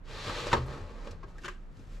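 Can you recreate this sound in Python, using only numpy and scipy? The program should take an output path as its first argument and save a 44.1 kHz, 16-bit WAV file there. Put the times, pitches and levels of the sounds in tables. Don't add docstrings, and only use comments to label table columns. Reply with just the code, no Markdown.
import sys
import numpy as np
from scipy import signal
from scipy.fft import rfft, irfft
from scipy.io import wavfile
from scipy.ndimage import uniform_filter1d

SR = 44100
rng = np.random.default_rng(int(sys.argv[2]) if len(sys.argv) > 2 else 0)


def volts(x):
    e = np.asarray(x, float) / 20
    return 10 ** e


def dump_mix(stems):
    frames = np.atleast_2d(stems).T
    limited = np.clip(frames, -1, 1)
    pcm = np.round(limited * 32767).astype(np.int16)
    wavfile.write(sys.argv[1], SR, pcm)


N = 88200

# frequency in Hz, level in dB per Hz.
HUSH_SPECTRUM = [(26, -53), (45, -2), (80, -14), (162, -12), (304, -22), (458, -25), (838, -30),
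                 (1390, -31), (14500, -74)]
# frequency in Hz, t60 in s.
CABIN_T60 = [(100, 0.69), (500, 0.098), (2000, 0.07), (8000, 0.041)]
# start in s,
# level in dB, frequency in Hz, t60 in s.
BOOMS = [(.25, -40.5, 110.6, 0.22), (.36, -55, 93.5, 0.25), (0.514, -30.5, 53.7, 0.28),
         (0.519, -29, 125, 0.49), (0.529, -30, 224.7, 0.225), (0.551, -31, 72.03, 0.67),
         (0.577, -31.5, 131, 0.69), (.66, -35.5, 55.6, 0.34), (.8, -36, 87, 0.4), (1.098, -39, 90.8, 0.39),
         (1.131, -50, 160, 0.77), (1.242, -43.5, 113.6, 0.26), (1.44, -40.5, 362, 0.27),
         (1.478, -44, 358, 0.13), (1.76, -48.5, 91.1, 0.96), (1.78, -48, 175, 0.13)]
# time in s, drag level in dB.
TOWEL_DRAG = [
    (1.22, -99),
    (1.29, -60.5),
    (1.34, -70),
    (1.43, -54),
    (1.55, -70),
    (1.7, -70),
    (1.78, -61),
    (1.88, -60.5),
    (1.96, -56),
]
# frequency in Hz, level in dB per Hz.
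TOWEL_SPECTRUM = [(88, 4.5), (150, 7.5), (271, 1.5), (748, -14.5), (872, -25), (1410, -11), (4870, -16.5),
                  (14500, -30)]
# start in s, level in dB, centre in Hz, length in s.
TICKS = [
    (0.468, -37, 5800, 0.013),
    (.655, -56, 9800, .045),
    (1.109, -43, 4200, 0.014),
    (1.11, -49, 8500, 0.012),
    (1.382, -51, 5900, 0.0073),
    (1.769, -56, 5000, 0.006),
    (1.792, -56, 5500, 0.006),
]
# start in s, level in dB, length in s.
RATTLES = [
    (1.433, -46.5, 0.024),
    (1.443, -37.5, 0.02),
    (1.449, -41, 0.008),
    (1.455, -36.5, 0.016),
    (1.465, -42, 0.007),
    (1.48, -34.5, 0.007),
    (1.484, -34, 0.007),
    (1.491, -47, 0.03),
    (1.5, -56, .09),
]
# frequency in Hz, width in Hz, level in dB.
LATCH_PARTS = [(362, 25, -6), (1060, 90, -4), (1230, 110, -1), (1580, 140, -1), (2850, 500, -2)]
# frequency in Hz, level in dB per Hz.
CHATTER_SPECTRUM = [(150, -23), (250, -19), (450, -12.5), (864, -23), (1020, -12.5), (1570, -8),
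                    (1790, -12), (7600, -28.5), (14500, -48)]
# time in s, drag level in dB.
SWING_DRAG = [
    (.03, -66.5),
    (.1, -48.5),
    (.17, -44.5),
    (.29, -38.5),
    (.38, -37.5),
    (.45, -39),
    (.49, -39),
    (.515, -40.5),
    (.535, -31.5),
    (.56, -41),
]
# time in s, drag level in dB.
PRESS_DRAG = [
    (.58, -41),
    (.65, -49),
    (.71, -43),
    (.78, -45.5),
    (.85, -50.5),
    (1.0, -51.5),
    (1.06, -47),
    (1.12, -51.5),
    (1.2, -63.5),
]
# time in s, drag level in dB.
SETTLE_DRAG = [
    (1.19, -61),
    (1.27, -61.5),
    (1.4, -63),
    (1.56, -79),
]
# time in s, drag level in dB.
WHINE_DRAG = [
    (.05, -103),
    (.15, -50.5),
    (.22, -50.5),
    (.35, -50),
    (.5, -55),
]
# frequency in Hz, level in dB per Hz.
SCRAPE_SPECTRUM = [(29, -46), (50, -18), (93, 3.5), (239, -9.5), (465, -7), (730, -10), (4030, -12.5),
                   (12000, -35.5), (14500, -46)]
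RUB_SPECTRUM = [(110, -17), (190, 3), (422, -1.5), (782, -6.5), (1060, -8), (3340, -20.5), (4150, -18.5),
                (11000, -39), (14500, -56)]
SPRING_SPECTRUM = [(1500, -41), (2500, -21), (3500, 8.5), (4100, 10), (5000, 1.5), (8000, -17),
                   (14000, -68)]
# frequency in Hz, width in Hz, level in dB.
DOOR_SKIN = [(495.5, 55, 21.5), (1083, 220, 18.5), (1760, 36, 8), (2230, 16, -17), (2426, 27, 4.5),
             (2960, 15, -22), (3420, 34, -15), (4050, 23, -11), (4120, 43, -38.5), (4780, 30, -9.5)]
# start in s, level in dB, struck spot in Hz, contact in s, crack level in dB.
KNOCKS = [(.295, -30, 1100, .007, 0), (.44, -32, 470, .008, -9), (.468, -23, 580, .006, -8),
          (.516, -28, 1500, .011, 2), (.5285, -17, 940, .008, -1), (.5285, -21, 1800, .006, 2),
          (.535, -25, 716, .008, -9), (.533, -19, 490, .006, -7), (.533, -18, 1012, .01, -6),
          (.546, -27, 950, .008, -6), (.551, -33, 430, .014, -8), (.566, -33, 1100, .012, -4),
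          (.682, -44, 400, .01, 0), (.70, -42, 500, .012, 0), (.726, -42, 430, .012, 0),
          (1.0705, -37.5, 510, .012, -1), (1.23, -40, 1080, .012, -11), (1.231, -46, 1600, .012, -12),
          (1.239, -45, 350, .008, -12), (1.282, -52, 1000, .008, -10), (1.354, -52, 1300, .01, -6),
          (1.382, -42, 1800, .009, -6), (1.793, -44, 230, .006, -14)]
# frequency in Hz, level in dB per Hz.
CRACK_SPECTRUM = [(120, -8), (200, 4), (490, -1), (753, -16), (1020, 2.5), (2290, -5.5), (3650, -7.5),
                  (10500, -33.5), (14500, -77)]
# frequency in Hz, level in dB, t60 in s.
SHIVER = [(417, -10, 0.15), (980, -14.5, 0.22), (1870, -27, 0.026), (4000, -14, 0.023)]
# frequency in Hz, gain in dB.
MIC_RESPONSE = [(10, 1.5), (5500, -1), (7600, 1), (8800, -4.5), (12700, -4), (13200, -10), (15000, -22)]


def evened(x):
    return x / np.sqrt(np.mean(x ** 2) + 1e-20)


def peaked(x):
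    return x / abs(x).max()


def read(points, hz):
    f, value = np.transpose(points)
    return np.interp(np.log(hz + 1), np.log(f + 1), value)


def colour(x, points):
    hz = np.fft.rfftfreq(x.shape[-1], 1 / SR)
    low_cut = np.minimum(hz / points[0][0], 1) ** 3
    return evened(irfft(rfft(x) * volts(read(points, hz)) * low_cut, x.shape[-1]))


def resonate(x, hz, width_hz):
    return signal.lfilter(*signal.iirpeak(hz, hz / width_hz, SR), x)


def highpass(x, hz):
    return signal.lfilter(*signal.butter(1, hz, "high", fs=SR), x)


def slow_noise(size_a, size_b):
    return evened(uniform_filter1d(uniform_filter1d(rng.standard_normal(N), size=size_a), size=size_b))


def burst(start_s, length_s):
    u = (np.arange(N) / SR - start_s) / length_s
    grains = rng.standard_normal(N) * volts(2.96 * rng.standard_normal(N))
    return grains * np.clip(u * 5, 0, 1) * np.exp(-2.2 * np.clip(u, 0, 30))


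def background():
    hum_hz, hum_width_hz, hum_db, hush_db = 31, 7, -46, -55
    noise = rng.standard_normal((4, N))
    hum = []
    for v in noise[:2]:
        v = evened(resonate(resonate(v, hum_hz, hum_width_hz), hum_hz, 2 * hum_width_hz))
        hum.append(evened(v / (abs(signal.hilbert(v)) + .1) ** .25))
    hush = colour(noise[2], HUSH_SPECTRUM)
    hush_side = highpass(colour(noise[3], HUSH_SPECTRUM), 600)
    lr = np.array([[1], [-1]])
    return volts(hum_db) * (hum[0] + 0.27 * lr * hum[1]) + volts(hush_db) * (hush + 0.81 * lr * hush_side)


def cabin(x):
    taps = np.zeros((2, SR // 2))
    slots = np.arange(100, SR // 2 - 20, 20)
    at = slots + rng.integers(0, 20, (2, (SR // 2 - 101) // 20))
    np.put_along_axis(taps, at, rng.choice([-1., 1.], at.shape), 1)
    hz, t, z = signal.stft(taps, SR, nperseg=256)
    decay = volts(-60 * t / read(CABIN_T60, hz)[:, None])
    tail = signal.istft(z * decay, SR, nperseg=256)[1]
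    tail = highpass(tail, 700) / np.linalg.norm(tail[0])
    side = highpass(tail[1], 900)
    stereo = np.array([tail[0] + 1.36 * side, tail[0] - 1.03 * side])
    return signal.fftconvolve(x[None], stereo, axes=1)[:, :N]


def thuds():
    rise_s = 0.01
    t = np.arange(N) / SR
    out = np.zeros(N)
    for start_s, db, hz, t60_s in BOOMS:
        u = np.maximum(t - start_s, 0)
        waver = 1 + .025 * slow_noise(1500, 1500)
        swell = 1 - np.exp(-(u / rise_s) ** 2)
        out += volts(db - 60 * u / t60_s) * swell * np.sin(2 * np.pi * hz * np.cumsum(waver) / SR)
    return out


def ticks():
    out = np.zeros(N)
    for start_s, db, hz, length_s in TICKS:
        hiss = resonate(resonate(burst(start_s, length_s), hz, .8 * hz), hz, .8 * hz)
        out += volts(db) * peaked(hiss)
    return out


def latch():
    drive = sum(volts(db) * burst(start_s, length_s) for start_s, db, length_s in RATTLES)
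    parts = np.zeros(N)
    for hz, width_hz, db in LATCH_PARTS:
        parts += volts(db + 11.0) * resonate(drive, hz, width_hz) * np.sqrt(100 / width_hz)
    return parts + volts(1.0) * np.std(drive) * colour(drive, CHATTER_SPECTRUM)


def drag(curve, spectrum, ring_db, flicker_db):
    slips_per_s, spread_db = 8000, 2.8
    struck = rng.random(N) < slips_per_s / SR
    force = volts(spread_db * np.minimum(rng.exponential(1, N), 4))
    slips = struck * rng.choice([-1., 1.], N) * force
    grit = colour(slips, spectrum)
    skin = np.zeros(N)
    for hz, width_hz, db in DOOR_SKIN:
        skin += volts(db) * resonate(slips, hz, width_hz) * np.sqrt(100 / width_hz)
    s, db = np.transpose(curve)
    t = np.arange(N) / SR
    level = volts(np.interp(t, s, db) + flicker_db * slow_noise(500, 300))
    ends = np.clip((t - s[0]) / 0.025, 0, 1) * np.clip((s[-1] + 0.05 - t) / 0.043, 0, 1)
    return evened(grit + volts(ring_db) * evened(skin)) * level * ends


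def towel():
    return drag(TOWEL_DRAG, TOWEL_SPECTRUM, -15.5, 1)


def hinge():
    swing = drag(SWING_DRAG, SCRAPE_SPECTRUM, -7, 0.7)
    whine = drag(WHINE_DRAG, SPRING_SPECTRUM, -9, 0.41)
    press = drag(PRESS_DRAG, RUB_SPECTRUM, -6, 0.2)
    settle = drag(SETTLE_DRAG, RUB_SPECTRUM, -25, 0.85)
    return swing + whine + press + settle


def shiver(hits):
    out = np.zeros(N)
    for hz, db, t60_s in SHIVER:
        r = volts(-120 / (t60_s * SR))
        power = resonate(hits, hz, 0.99 * hz) ** 2
        stored = np.sqrt(abs(signal.lfilter([1 - r], [1, -r], power)))
        modes = resonate(resonate(rng.standard_normal(N), hz, 0.92 * hz), hz, 0.58 * hz)
        out += volts(db + 5.5) * stored * evened(modes)
    return out


def knocks():
    hits, t = np.zeros(N), np.arange(N) / SR
    for start_s, db, hz, contact_s, crack_db in KNOCKS:
        hit = burst(start_s, contact_s)
        u = np.maximum(t - start_s, 0)
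        tone = u / contact_s * np.exp(-2.5 * u / contact_s) * np.sin(2 * np.pi * hz * u)
        spot = resonate(resonate(hit, hz, .5 * hz), hz, hz)
        crack = volts(crack_db) * peaked(colour(hit, CRACK_SPECTRUM))
        hits += volts(db) * (.6 * peaked(spot) + min(.55, 600 / hz) * peaked(tone) + crack)
    return hits + shiver(hits)


def scene():
    wet_db = -9
    door = hinge() + knocks()
    hand = towel() + latch() + ticks()
    near = door * volts(np.array([[.3], [-.3]])) + hand * volts(np.array([[.9], [-.9]]))
    return near + volts(wet_db) * cabin(door + hand) + thuds() + background()


def roll_off(x):
    return signal.sosfilt(signal.butter(12, 14670, fs=SR, output="sos"), x)


def record(dry):
    ports = np.array([dry[0], signal.lfilter([.85, .15], [1], dry[1])])
    hiss = np.diff(rng.standard_normal((2, N + 1)))
    ports = ports + volts(-91) * hiss + volts(-87) * resonate(hiss, 12400, 1000)
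    response = volts(read(MIC_RESPONSE, np.fft.rfftfreq(N, 1 / SR)))
    return roll_off(irfft(rfft(ports) * response, N))


dry = scene()
out = record(dry)
dump_mix(out)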